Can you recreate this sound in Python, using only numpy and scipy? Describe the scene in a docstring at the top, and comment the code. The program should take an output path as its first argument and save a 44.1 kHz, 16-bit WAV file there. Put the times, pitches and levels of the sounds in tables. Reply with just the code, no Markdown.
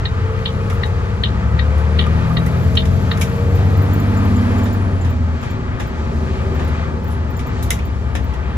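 """Diesel truck cab through a gear change

A six-cylinder engine, a sum of sine orders, pulls up through its revs, drops for a gear change and
cruises on amid roar of filtered noise and a buzzing panel. At first an indicator relay ticks: noisy
contacts ring its housing. Keys ring as metal modes, switches and trim click as noise bursts, the turbo
whistles as a gliding sine under load, and a faint squeak is a brief rough sine. Halfway the hand-held
microphone swings from the windscreen down to the gear lever."""
import sys
import numpy as np
from scipy import signal
from scipy.fft import rfft, irfft, next_fast_len
from scipy.io import wavfile

SR = 44100
rng = np.random.default_rng(int(sys.argv[2]) if len(sys.argv) > 2 else 0)


def to_wav(s):
    """Save 16-bit WAV."""
    ch = np.atleast_2d(s).T  # columns
    pcm = np.round(np.clip(ch, -1, 1) * 32767)  # PCM
    wavfile.write(sys.argv[1], SR, pcm.astype(np.int16))


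N = 377936  # length in samples


def from_db(db):
    """Logarithmic level: 20 dB is a tenfold amplitude."""
    return 10 ** (np.asarray(db) / 20)


def rms_one(x):
    """Normalisation to unit root mean square."""
    return x / np.sqrt(np.mean(x ** 2) + 1e-20)


def in_time(rows, step=1):
    """Linear interpolation of a table's columns at every step-th sample."""
    times_s, *columns = np.transpose(rows)
    return [np.interp(np.arange(0, N, step) / SR, times_s, column) for column in columns]


def at_hz(points, hz):
    """Spectral envelope: linear interpolation on a logarithmic frequency axis."""
    point_hz, values = np.transpose(points)
    return np.interp(np.log(np.maximum(hz, 1)), np.log(point_hz), values)


def drift(rate_hz, step=1):
    """Slow random modulation of rms 1: Gaussian points joined by straight lines."""
    s = np.arange(0, N, step) / SR
    size = int(N / SR * rate_hz) + 2
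    # joining by lines lowers the variance to two thirds
    return np.interp(s * rate_hz, np.arange(size), rng.standard_normal(size)) * np.sqrt(1.5)


def ring(excitation, hz, t60):
    """Damped resonator: a unit impulse sets off a decaying sine of initial height 1."""
    radius, angle = from_db(-60 / (t60 * SR)), 2 * np.pi * hz / SR
    feedback = [1, -2 * radius * np.cos(angle), radius * radius]
    return signal.lfilter([0, np.sin(angle)], feedback, excitation + 1e-18)


def chatter(times_s, gains, length_s):
    """Contact noise: at each time a short scrabble swells fast and dies."""
    size = round(length_s * SR)
    u = np.arange(size) / size
    shape = rms_one(u * (1 - u) ** 2) / np.sqrt(size)  # unit energy
    out = np.zeros(N + size)
    for at_s, gain in zip(times_s, gains):
        out[int(at_s * SR):][:size] += gain * shape * rng.standard_normal(size)
    return out[:N]


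def turned(step=1):
    """Receiver orientation: 0 facing the windscreen, 1 once the microphone faces the floor."""
    middle_s, length_s = 3.81, 0.37
    return np.clip((np.arange(0, N, step) / SR - middle_s) / length_s + .5, 0, 1)


def engine():
    """Harmonic synthesis: sines at orders of the four-stroke cycle; cab resonances lift the lesser ones."""
    # crankshaft motion: t/s, four-stroke cycle rate f/Hz
    speed = [(0.0, 10.3), (0.22, 10.5), (1.12, 11.55), (1.72, 12.3), (2.02, 13.06), (2.32, 13.53),
             (2.62, 14.28), (3.22, 15.26), (3.82, 16.25), (4.42, 16.82), (4.6, 16.8), (4.9, 15.62),
             (5.2, 13.74), (5.5, 12.58), (5.8, 12.3), (6.1, 12.72), (6.81, 12.66), (7.11, 12.85),
             (8.01, 12.39), (8.57, 11.98)]
    # drive: t/s, firing tone level/dB, load level/dB for the orders without a curve of their own
    drive = [(0.05, -26, -21.5), (.6, -38, -19.5), (1.0, -25.5, -18.5), (1.4, -20.5, -16.5),
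             (1.8, -13.5, -26), (2.15, -17.5, -13), (2.4, -31, -14.5), (2.6, -18.5, -15), (3.0, -20, -12.5),
             (3.25, -25, -14.5), (3.6, -14.5, -16), (4.2, -17.5, -14.5), (4.5, -20, -14.5),
             (5.35, -16.5, -20.5), (5.6, -37, -20), (6.0, -25.5, -20), (6.25, -21.5, -19.5),
             (6.6, -19.5, -19), (7.0, -23, -20), (7.2, -20.5, -21.5), (7.5, -28, -19), (8.2, -21, -24),
             (8.55, -24, -22.5)]
    # combustion knock, lifting orders above 20 without a curve of their own: t/s, level/dB
    knock = [(0, 3), (.4, 7.5), (1.4, 0), (2.5, 1), (3.0, 0.5), (3.8, 1), (4.4, -14), (4.9, 1), (5.9, 0.5),
             (6.45, 0.5), (7.0, -2), (7.4, -4), (8.57, -7)]
    # strong low orders beside the firing tone: order numbers; then t/s, level/dB of each
    low_orders = [5, 7.5, 9, 12]
    low_levels = [(0, -33, -29, -24, -24.5), (.5, -29.5, -24.5, -26.5, -29), (1, -27, -24.5, -27, -40),
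                  (1.5, -23, -41, -22.5, -38), (2, -38, -38, -28.5, -25), (2.4, -30, -42, -22.5, -20),
                  (2.8, -23, -40, -20.5, -30), (3.2, -24, -42, -31, -28.5), (3.6, -18.5, -31, -27, -35),
                  (4, -26, -35, -24, -23.5), (4.4, -17, -47, -38, -22.5), (4.7, -24, -40, -47, -28),
                  (5.1, -32, -43, -44, -38), (5.6, -32, -47, -36, -40), (6, -28.5, -39, -48, -46),
                  (6.5, -27, -25, -27.5, -32), (7, -35, -34, -48, -34), (7.5, -25, -35, -34, -40),
                  (8.57, -26, -42, -32.5, -55)]
    # orders that swell at the top of the pull: order numbers; then t/s, level/dB of each
    pull_orders = [14, 15]
    pull_levels = [(0, -37, -43), (1, -35.5, -36), (2.1, -39, -30.5), (2.8, -30, -37), (3.6, -41, -42),
                   (4.0, -30.5, -31), (4.4, -21.5, -26.5), (4.75, -28, -29), (5, -43, -41), (6.5, -44, -41),
                   (8.57, -42, -47)]
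    # whining orders that come and go: order numbers; then t/s, level/dB of each
    high_orders = [24, 28, 30, 36, 42, 48]
    high_levels = [(0, -62, -55, -59, -63, -40.5, -65), (0.3, -55, -61, -61, -52, -31, -36),
                   (0.7, -60, -53, -52, -42, -34.5, -43), (1, -41, -61, -63, -59, -37, -46),
                   (1.4, -44, -56, -54, -52, -44, -60), (1.699, -63, -58, -61, -39, -36.5, -53),
                   (2, -62, -47, -38, -32.5, -38, -46), (2.3, -50, -45, -56, -59, -57, -52),
                   (2.6, -52, -51, -41, -38, -62, -57), (3, -46, -56, -41, -57, -61, -63),
                   (3.4, -46, -43, -29.5, -38, -56, -53), (3.7, -33, -33, -38, -48, -52, -39.5),
                   (4, -46, -38.5, -49, -56, -64, -55), (4.3, -46, -35, -56, -56, -59, -70),
                   (4.6, -49, -62, -54, -43, -64, -56), (5, -58, -67, -59, -62, -69, -70),
                   (5.5, -58, -50, -41, -56, -58, -56), (6, -43, -43, -44.5, -53, -52, -64),
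                   (6.5, -48, -49, -33.5, -46, -42, -49), (6.9, -64, -47, -47, -58, -41, -64),
                   (7.5, -50.5, -58, -49, -48, -59, -64), (8.5, -49, -61, -54, -56, -49, -61)]
    # unevenness between the cylinders: level/dB of orders 2, 3, 4 .. 50, unused where a curve exists
    unevenness = [-10.5, -3, -28, 0, 0, -3, 1, 0, 5.5, 2, 0, 5.5, 9, 6.5, -6.5, 7, 9, -0.5, 3.5, 1.5, -17,
                  -5, 4.5, -20, -3.5, -13.5, 1.5, -8, 3.5, -1.5, -23, -7.5, -10.5, -6.5, 3.5, -9, -19, 0.5,
                  -12, -4.5, 7.5, -8.5, -2, -10.5, -13, -13, 7.5, -2.5, -4.5]
    # cab air and panel resonances: f/Hz, width/Hz, level/dB facing windscreen, level/dB facing floor
    resonances = [(84.2, 77.5, 3, 4), (125.8, 13, 5.5, -10), (163.5, 18, 7, -4.5), (201.6, 20.4, 7.5, 4),
                  (242.5, 27.7, 0.5, 9.5), (283.6, 26.4, -7.5, 4.5), (389.6, 43, 3, 11.5),
                  (449.7, 43, 12, 5), (529, 58, 9.5, 11.5), (633, 29, 14, -0.5)]
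    # the engine leans left as the microphone sways: t/s, left over right level/dB
    sway = [(0.0, 1), (2.0, 4.5), (4.72, -0.5), (4.89, 3), (5.01, 1.0), (6.73, 3.0), (7.76, 1.5), (8.31, 7),
            (8.57, 3)]
    cylinders, top_order = 6, 50  # the firing tone is the order equal to the number of cylinders
    tilt_db_per_octave = -7
    order_waver_db, tone_waver_db = 3.2, 1.0
    step = 8  # low tones are computed at an eighth of the rate

    cycle_hz, = in_time(speed, step)
    firing_db, load_db = in_time(drive, step)
    knock_db, = in_time(knock, step)
    curves = [firing_db] + in_time(low_levels, step) + in_time(pull_levels, step)
    curves += in_time(high_levels, step)
    own_db = dict(zip([cylinders] + low_orders + pull_orders + high_orders, curves))
    cycle_phase = 2 * np.pi * np.cumsum(cycle_hz) * step / SR
    down = turned(step)
    cab = [(hz, width, from_db(up_db + (down_db - up_db) * down))
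           for hz, width, up_db, down_db in resonances]
    out = 0
    for order in sorted({*range(2, top_order + 1), *low_orders}):
        if order in own_db:
            gain = from_db(own_db[order] + tone_waver_db * drift(9, step))
        else:
            lift = sum(top / (1 + (2 * (order * cycle_hz - hz) / width) ** 4) for hz, width, top in cab)
            level_db = load_db - 19.5 + unevenness[int(order) - 2]
            level_db = level_db + tilt_db_per_octave * np.log2(order / cylinders)
            level_db = level_db + order_waver_db * drift(4.5, step) + knock_db * (order > 20)
            gain = (0.074 + lift) * from_db(level_db)
        # each order meets the two ports with a phase gap whose range grows with order
        gap = min(order / 25, 1) * rng.uniform(-.3, 1.7) * np.array([[-.5], [.5]])
        phase = order * cycle_phase + rng.uniform(0, 2 * np.pi) + 0.15 * drift(5.5, step) + gap
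        out = out + np.sqrt(2) * gain * np.sin(phase)
    lean_db, = in_time(sway)
    return signal.resample_poly(out, step, 1, axis=1)[:, :N] * from_db([lean_db / 2, -lean_db / 2])


def roar():
    """Subtractive synthesis: stereo noise in overlapping bands, with levels for five ranges."""
    # common part of the two ports, before each range is set to its level: f/Hz, density level/dB
    common = [(20, -46.5), (45, -1), (85, 14.5), (130, 3), (200, -7), (330, -18.5), (480, -23),
              (700, -24.5), (1050, -26.5), (1500, -28.5), (2700, -38), (4200, -40.5), (7600, -47.5),
              (10200, -51.5), (12300, -56), (12900, -86), (16000, -75.5)]
    # left-right part over the common part: f/Hz, level/dB
    difference = [(20, -19), (100, -8.5), (300, -12), (600, -1), (2000, 1.5), (4500, 0), (7500, 0.5),
                  (8600, 5.5), (10200, -11), (11000, -11), (12000, -5), (13500, 33.5), (16000, -1)]
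    # share of the left-right part due to earlier arrival on the right: f/Hz, share/1
    right_first = [(20, 0.3), (400, 0.02), (1000, 0.37), (2500, 1), (5000, 0), (16000, 0)]
    # balance of the ports: f/Hz, left over right level/dB
    balance = [(60, -4.5), (110, 6.5), (200, -3), (380, 1.5), (700, 1.5), (1290, 3), (2380, 1), (4400, -2),
               (8120, -2), (15000, 5)]
    # panels and trim that colour the roar: f/Hz, width/Hz, level/dB
    panel_modes = [(387.5, 30, 6), (473, 23, 6.5), (853, 43, 4.5), (1225, 90, 4.5), (1460, 41, -1),
                   (1815, 170, 2), (2400, 210, 3.5)]
    # range levels: t/s, growl level/dB, roar level/dB, hiss level/dB, rumble level/dB
    range_levels = [(0.0, -36, -32.5, -52.5, -25.5), (0.55, -34, -33.5, -50.5, -26),
                    (1.17, -32, -34, -51.5, -28), (2.36, -31, -30.5, -50, -26),
                    (2.77, -29.5, -35, -48, -19), (3.27, -31.5, -32, -47, -21.5),
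                    (3.46, -27.5, -34, -48, -29), (3.84, -27.5, -31, -49.5, -22),
                    (4.46, -26, -31, -47.5, -38), (5.04, -31.5, -35.5, -52, -22),
                    (5.82, -36, -35, -55, -25), (6.04, -31, -34.5, -50.5, -32),
                    (6.15, -25.5, -35, -50, -25), (6.3, -31, -34, -49.5, -25.5),
                    (6.52, -26.5, -33.5, -50.5, -28), (6.8, -31.5, -32.5, -50.5, -29),
                    (6.93, -28, -36.5, -53, -26.5), (7.16, -33, -36, -56.5, -26),
                    (7.64, -32, -34, -49.5, -26), (7.9, -33, -37, -54.5, -28),
                    (8.57, -32.5, -34.5, -57, -26)]
    # topmost hiss: t/s, level/dB
    top_level = [(0.0, -65), (0.52, -59), (1.19, -62.5), (1.74, -62), (2.65, -55), (2.98, -57.5),
                 (4.56, -55), (4.99, -63), (5.11, -65), (5.7, -69), (6.18, -60.5), (6.54, -62),
                 (7.09, -66.5), (8.57, -66)]
    ripple_db, ripple_hz = 1.8, 45  # random unevenness of the roar's spectrum: depth and spacing
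    swell_db, patch_db, patches_per_s = .7, 1.4, 10

    size = next_fast_len(N)
    hz = np.arange(size // 2 + 1) * SR / size
    one, other = rfft(rng.standard_normal((2, size)))
    share = np.clip(at_hz(right_first, hz), 0, 1)
    common_db = at_hz(common, hz)
    mid = one * from_db(common_db)
    # a quarter-cycle shift of the common part makes the left lag
    side = -1j * np.sqrt(share) * one + np.sqrt(1 - share) * other
    side = side * from_db(common_db + at_hz(difference, hz))
    lean = from_db(at_hz(balance, hz) / 2)
    panels = 1 + sum((from_db(db) - 1) / (1 + (2 * (hz - mode_hz) / width) ** 2)
                     for mode_hz, width, db in panel_modes)
    ripple = np.interp(hz / ripple_hz, np.arange(500), rng.standard_normal(500)) * (hz > 500)
    both = np.array([(mid + side) * lean, (mid - side) / lean]) * panels * from_db(ripple_db * ripple)

    growl_db, roar_db, hiss_db, rumble_db = in_time(range_levels)
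    top_db, = in_time(top_level)
    # each range: level, upper edges of its bands in Hz
    ranges = [(rumble_db, [220]), (growl_db, [330, 423, 564, 709]), (roar_db, [1060, 1480, 2200, 3800]),
              (hiss_db, [8700]), (top_db, [SR])]
    out, below = 0, 0
    for level_db, edges in ranges:
        whole, patched = 0, 0
        for edge in edges:
            upto = 1 / (1 + (hz / edge) ** (4 if edge < 8000 else 30))
            band = irfft(both * (upto - below), size)[:, :N]
            whole, below = whole + band, upto
            # the bands of a divided range swell independently
            patched = patched + band * from_db(patch_db * drift(patches_per_s) * (len(edges) > 1))
        out = out + from_db(level_db + swell_db * drift(12.0)) * patched / np.std(whole)
    return out


def buzz():
    """Randomly driven resonance: shaking rings a loose panel; another mode takes over in the turn."""
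    # loose panel: t/s, level/dB
    panel_level = [(0, -46), (.6, -37.5), (1.4, -41), (1.9, -42), (2.4, -41), (3, -50), (4.5, -47),
                   (5.2, -55), (6.4, -48), (7.5, -49), (8.57, -55)]
    up_hz, down_hz, t60_s = 1270, 1220, 0.021  # facing the windscreen, facing the floor
    flutter_db = 4
    shaking = rng.standard_normal((2, N)) * from_db(flutter_db * drift(40))
    up, down = (rms_one(ring(shaking, hz, t60_s)) for hz in (up_hz, down_hz))
    return from_db(in_time(panel_level)[0]) * (up + (down - up) * turned())


def relay():
    """Impact excitation of modes: the armature scrabbles, rebounds on closing and leaves a buzz."""
    # ticks, opening and closing in turn: t/s, relative level/dB, left over right level/dB,
    # extra level/dB of the modes under 2 kHz
    ticks = [(0.051, -13, -2, -7), (0.4536, -17, -1, 0), (0.831, -17, 3, 4.5), (1.233, -13.5, 1.5, 4.5),
             (1.589, -16.5, 5, 4.5), (1.9871, -13.5, 1, 4.5), (2.366, -14.5, -2, 0),
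             (2.7687, -11, -0.5, -2), (3.1108, -12, 0.5, 1)]
    # housing modes: f/Hz, level/dB on opening, level/dB on closing, t60/s
    housing_modes = [(1230, -12, -16, .03), (1840, -5, -16, .03), (1920, -3, -11, .04),
                     (2350, -14, -9, .03), (2800, -13, -6, .035), (2960, -13, -1, .045),
                     (3070, -13, -2, .035), (3230, -14, -2, .045), (3410, -14, -4, .04),
                     (3600, -12, -2, .05), (3740, -9, -6, .04), (3830, -5, -5, .065), (4150, -9, -7, .035),
                     (4350, -11, -10, .025), (4800, -18, -15, .02)]
    # rebounds of the armature on closing: delay t/s, level/dB
    bounces = [(0.012, -9), (0.022, -9), (.035, -13), (.05, -17)]
    dash_loss_db = -3
    scrabble_s, blow_s = .012, .003
    tail_db, tail_s = -9, .05  # the dash buzzes on after each tick

    times_s, peak_db, pan_db, low_db = np.transpose(ticks)
    closing = np.arange(len(times_s)) % 2
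    blow_samples = np.arange(round(blow_s * SR))
    window = np.hanning(len(blow_samples)) * 4 / len(blow_samples)
    out = np.zeros((2, N))
    for hz, open_db, close_db, t60 in housing_modes:
        level_db = peak_db + dash_loss_db + np.where(closing, close_db, open_db)
        level_db = level_db + low_db * (hz < 2000)
        # amid the scrabble one firm blow, softened over its length
        blow = np.zeros(N)
        blow[((times_s + blow_s) * SR).astype(int)] = from_db(level_db) * rng.choice([-1, 1], len(times_s))
        blow = np.convolve(blow, np.cos(2 * np.pi * hz * blow_samples / SR) * window)[:N]
        # the middle modes take the blow in opposite phase at the two ports
        for port, sign in zip(out, (1, 1 if hz < 2000 or hz > 3700 else -1)):
            contacts = sign * blow + chatter(times_s, from_db(level_db + 0.5), scrabble_s)
            contacts += chatter(times_s, from_db(level_db + tail_db), tail_s)
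            for later_s, db in bounces:
                contacts += chatter(times_s[1::2] + later_s, from_db(level_db[1::2] + db), scrabble_s / 2)
            port += ring(contacts, hz, t60)
    lean_db = np.interp(np.arange(N) / SR, times_s + 0.039, pan_db) / 2
    housing = signal.butter(3, [1000, 5000], "band", fs=SR, output="sos")
    return signal.sosfilt(housing, out) * from_db([lean_db, -lean_db])


def keys():
    """Modal synthesis: soft contacts ring thin metal and excite only each mode's neighbourhood."""
    # touches: t/s, relative level/dB, extra level/dB of the lowest mode
    touch_table = [(0.385, -52, -15), (0.7294, -51, -14), (2.6294, -40, -10), (2.6988, -43, -4),
                   (3.1133, -45, 0), (3.3557, -43, 5), (3.5513, -37, 4), (3.768, -37, -8),
                   (3.8167, -35, -9), (3.93, -31, -2), (3.9958, -39, -4), (4.1694, -39.5, 1.5),
                   (4.2448, -39.5, -7), (4.36, -36.5, 2), (4.579, -36, 0), (4.632, -34, -7),
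                   (4.7262, -34, -4.5), (5.009, -43, 4), (5.0963, -40, -2), (5.4101, -43, 5),
                   (5.5024, -38, 2), (5.7997, -45, -6), (5.8661, -42, -9), (6.542, -40, -15),
                   (6.6433, -35, -13), (7.0364, -44, -5), (7.0733, -37, -10), (7.3, -44, -17),
                   (7.3652, -38, 3), (7.4639, -36, -10), (7.8486, -41, -13), (8.2347, -42, -13)]
    # metal modes, lowest first: f/Hz, level/dB, t60/s
    metal_modes = [(7180, -2, .1), (13680, -19, .07), (14830, -4, .12), (14960, -6, .1)]
    times_s, peak_db, low_db = np.transpose(touch_table)
    out = 0
    for index, (hz, mode_db, t60) in enumerate(metal_modes):
        level_db = peak_db + mode_db + (low_db if index == 0 else 0)
        touches = chatter(times_s, from_db(level_db), 0.0046)
        near = signal.butter(2, [hz - 200, hz + 200], "band", fs=SR, output="sos")
        out = out + signal.sosfilt(near, ring(touches, hz, t60))
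    return out * from_db([[-.5], [.5]])


def clicks():
    """Transient noise with a sharp crack, a coloured tail and a narrow note that swells a little later."""
    # switches, lever and trim: t/s, relative level/dB, treble tilt/dB per octave,
    # narrow note level/dB, narrow note f/Hz (from low knock to high puff), rise t/s, t60/s
    click_table = [(.699, -20.5, -2, -2, 2040, .0005, 0.12), (.729, -35, 10, -9, 1990, .001, 0.25),
                   (0.859, -31, 1, -12, 1900, .001, 0.13), (1.778, -34, 4, -7, 2000, .004, 0.19),
                   (2.066, -14.5, -7.5, 4.5, 1230, .001, 0.076), (2.304, -30, -14, 12, 1200, .002, 0.2),
                   (2.462, -23, 7, 3, 1900, .001, 0.089), (2.476, -40, 4, -6, 1900, .001, .1),
                   (2.752, -17.5, -2.5, -17, 1930, .001, 0.082), (2.854, -20, -2.5, -18, 1960, .001, 0.11),
                   (3.173, -23.5, 2, -3, 2340, 0.00092, 0.082), (3.197, -26, 5, -3, 11300, .001, 0.063),
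                   (3.211, -9, 0.5, -7, 2310, 0.0031, 0.15), (4.655, -13.5, -7, -15, 1700, 0.0033, 0.19),
                   (5.045, -23, -4, -2.5, 1720, 0.0037, 0.21), (5.425, -17.5, -6, -12, 1270, .006, 0.3),
                   (5.796, -12.5, -5.5, -13.5, 1720, 0.0052, 0.21), (6.59, -16, -7, -17, 1760, 0.0057, 0.3),
                   (6.672, -36, 4, -5, 11200, .008, 0.14), (7.095, -30, 0, -6, 10600, 0.029, 0.25),
                   (7.391, -22.5, -2.5, -12, 2400, .002, 0.16), (7.626, -19, 10, -14, 3950, .001, 0.15),
                   (7.7053, -8, 1, -5.5, 2056, 0.00018, 0.16), (7.789, -17, -7, -7, 2400, .001, 0.11),
                   (8.151, -11, -5, -12, 1820, 0.0023, 0.16), (8.336, -20, -5.5, -12, 1800, .003, 0.13)]
    # common colour before normalisation: f/Hz, density level/dB
    click_colour = [(400, -12), (900, -10.5), (1500, -11.5), (3800, -6.5), (4400, -23.5), (5000, -11.5),
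                    (6300, -9.5), (7900, -13.5), (10300, -13), (12800, -22), (14800, -17), (16400, -45)]
    # crack over the tail of a click at 0 dB; the harder the click, the sharper
    crack_db, crack_per_db, crack_t60_s = 24, 1.4, .005
    crack_hz, crack_width_hz, crack_ring_db = 10300, 1500, 20  # the crack rings high
    note_sharpness = 7  # pitch over width
    note_decay_share = .6  # of the click's t60
    note_rough = .9  # narrow noise over the clear tone

    size = 16384
    out = np.zeros((2, N + size))
    hz, s = np.arange(size // 2 + 1) * SR / size, np.arange(size) / SR
    ringing = 1 + from_db(crack_ring_db) / (1 + (2 * (hz - crack_hz) / crack_width_hz) ** 2)
    for at_s, peak_db, tilt_db, note_db, note_hz, rise_s, t60 in click_table:
        one, other = rng.standard_normal((2, size))
        white = rfft([one + 0.95 * other, one - 0.89 * other])
        colour = from_db(at_hz(click_colour, hz) + tilt_db * np.log2(np.maximum(hz, 500) / 5000))
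        tail = from_db(-60 * s / t60)
        crack = from_db(crack_db + crack_per_db * peak_db - 60 * s / crack_t60_s)
        sound = tail * rms_one(irfft(white * colour, size))
        sound += crack * rms_one(irfft(white * colour * ringing, size))
        sound = sound / 2
        narrow = 1 / np.sqrt(1 + (2 * note_sharpness * (hz / note_hz - 1)) ** 4)
        note = np.sin(2 * np.pi * note_hz * s + rng.uniform(0, 2 * np.pi, (2, 1)))
        note = note + note_rough * rms_one(irfft(white * narrow, size))
        note_swell = tail ** (1 / note_decay_share) * (1 - np.exp(-s / 0.0042))
        sound += from_db(note_db) * note_swell * note
        out[:, round(at_s * SR):][:, :size] += from_db(peak_db - 5.0) * sound * np.clip(s / rise_s, 0, 1)
    return out[:, :N]


def turbo():
    """Amplitude modulation: fast random gain makes a sine a breathy whistle, louder as it rises."""
    # whistle: t/s, f/Hz
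    whistle = [(1.7, 9340), (1.8, 10200), (2.25, 11200), (2.55, 11800), (2.85, 11750), (3.3, 11750),
               (4.0, 11600), (4.57, 11200), (4.75, 10600), (5.1, 9800)]
    top_hz, top_db, db_per_octave = 11800, -54, 31  # nominal level at the top pitch, before the random gain
    hz, = in_time(whistle)
    level_db = top_db + db_per_octave * np.log2(hz / top_hz)
    s = np.arange(N) / SR
    on = (s > whistle[0][0]) & (s < whistle[-1][0])
    tone = np.sin(2 * np.pi * np.cumsum(hz) / SR + np.array([[0], [1.5]]))  # phase differs by port
    return on * from_db(level_db) * (.3 + drift(330)) * tone


def squeak():
    """Modulated pure tone: a brief sine swells and fades, slightly rough from random gain."""
    start_s, length_s, hz, level_db = 5.635, 0.069, 3770, -53
    s = np.arange(N) / SR
    swell = np.sin(np.pi * np.clip((s - start_s) / length_s, 0, 1))
    return from_db(level_db + 5 * drift(130)) * swell * np.sin(2 * np.pi * hz * s)


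def cab_echo(x):
    """Convolution with dense early reflections from glass and panels, other ones for each port."""
    t60_s, echo_db = .12, -3
    s = np.arange(SR // 5) / SR
    tail = rng.standard_normal((2, len(s))) * from_db(-60 * s / t60_s) * np.clip(s / 0.0043, 0, 1)
    tail = tail / np.sqrt(np.sum(tail ** 2, axis=1, keepdims=True))
    return x + from_db(echo_db) * signal.fftconvolve(x, tail, axes=1)[:, :N]


def scene():
    """Superposition of all sources in the cab."""
    return engine() + roar() + buzz() + relay() + cab_echo(keys() + squeak()) + clicks() + turbo()


def record(dry):
    """Mid-side filtering: the sum of left and right dips in the treble; a low-pass cuts the top."""
    # dips in the treble of the sum of left and right: lower f/Hz, upper f/Hz
    dips = [(8000, 9400), (13200, 13600)]
    cutoff_hz = 16400
    mid, side = (dry[0] + dry[1]) / 2, (dry[0] - dry[1]) / 2
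    for dip in dips:
        mid = signal.sosfilt(signal.butter(3, dip, "bandstop", fs=SR, output="sos"), mid)
    low_pass = signal.cheby2(12, 70, cutoff_hz, fs=SR, output="sos")
    return signal.sosfilt(low_pass, [mid + side, mid - side])


dry = scene()
out = record(dry)
to_wav(out)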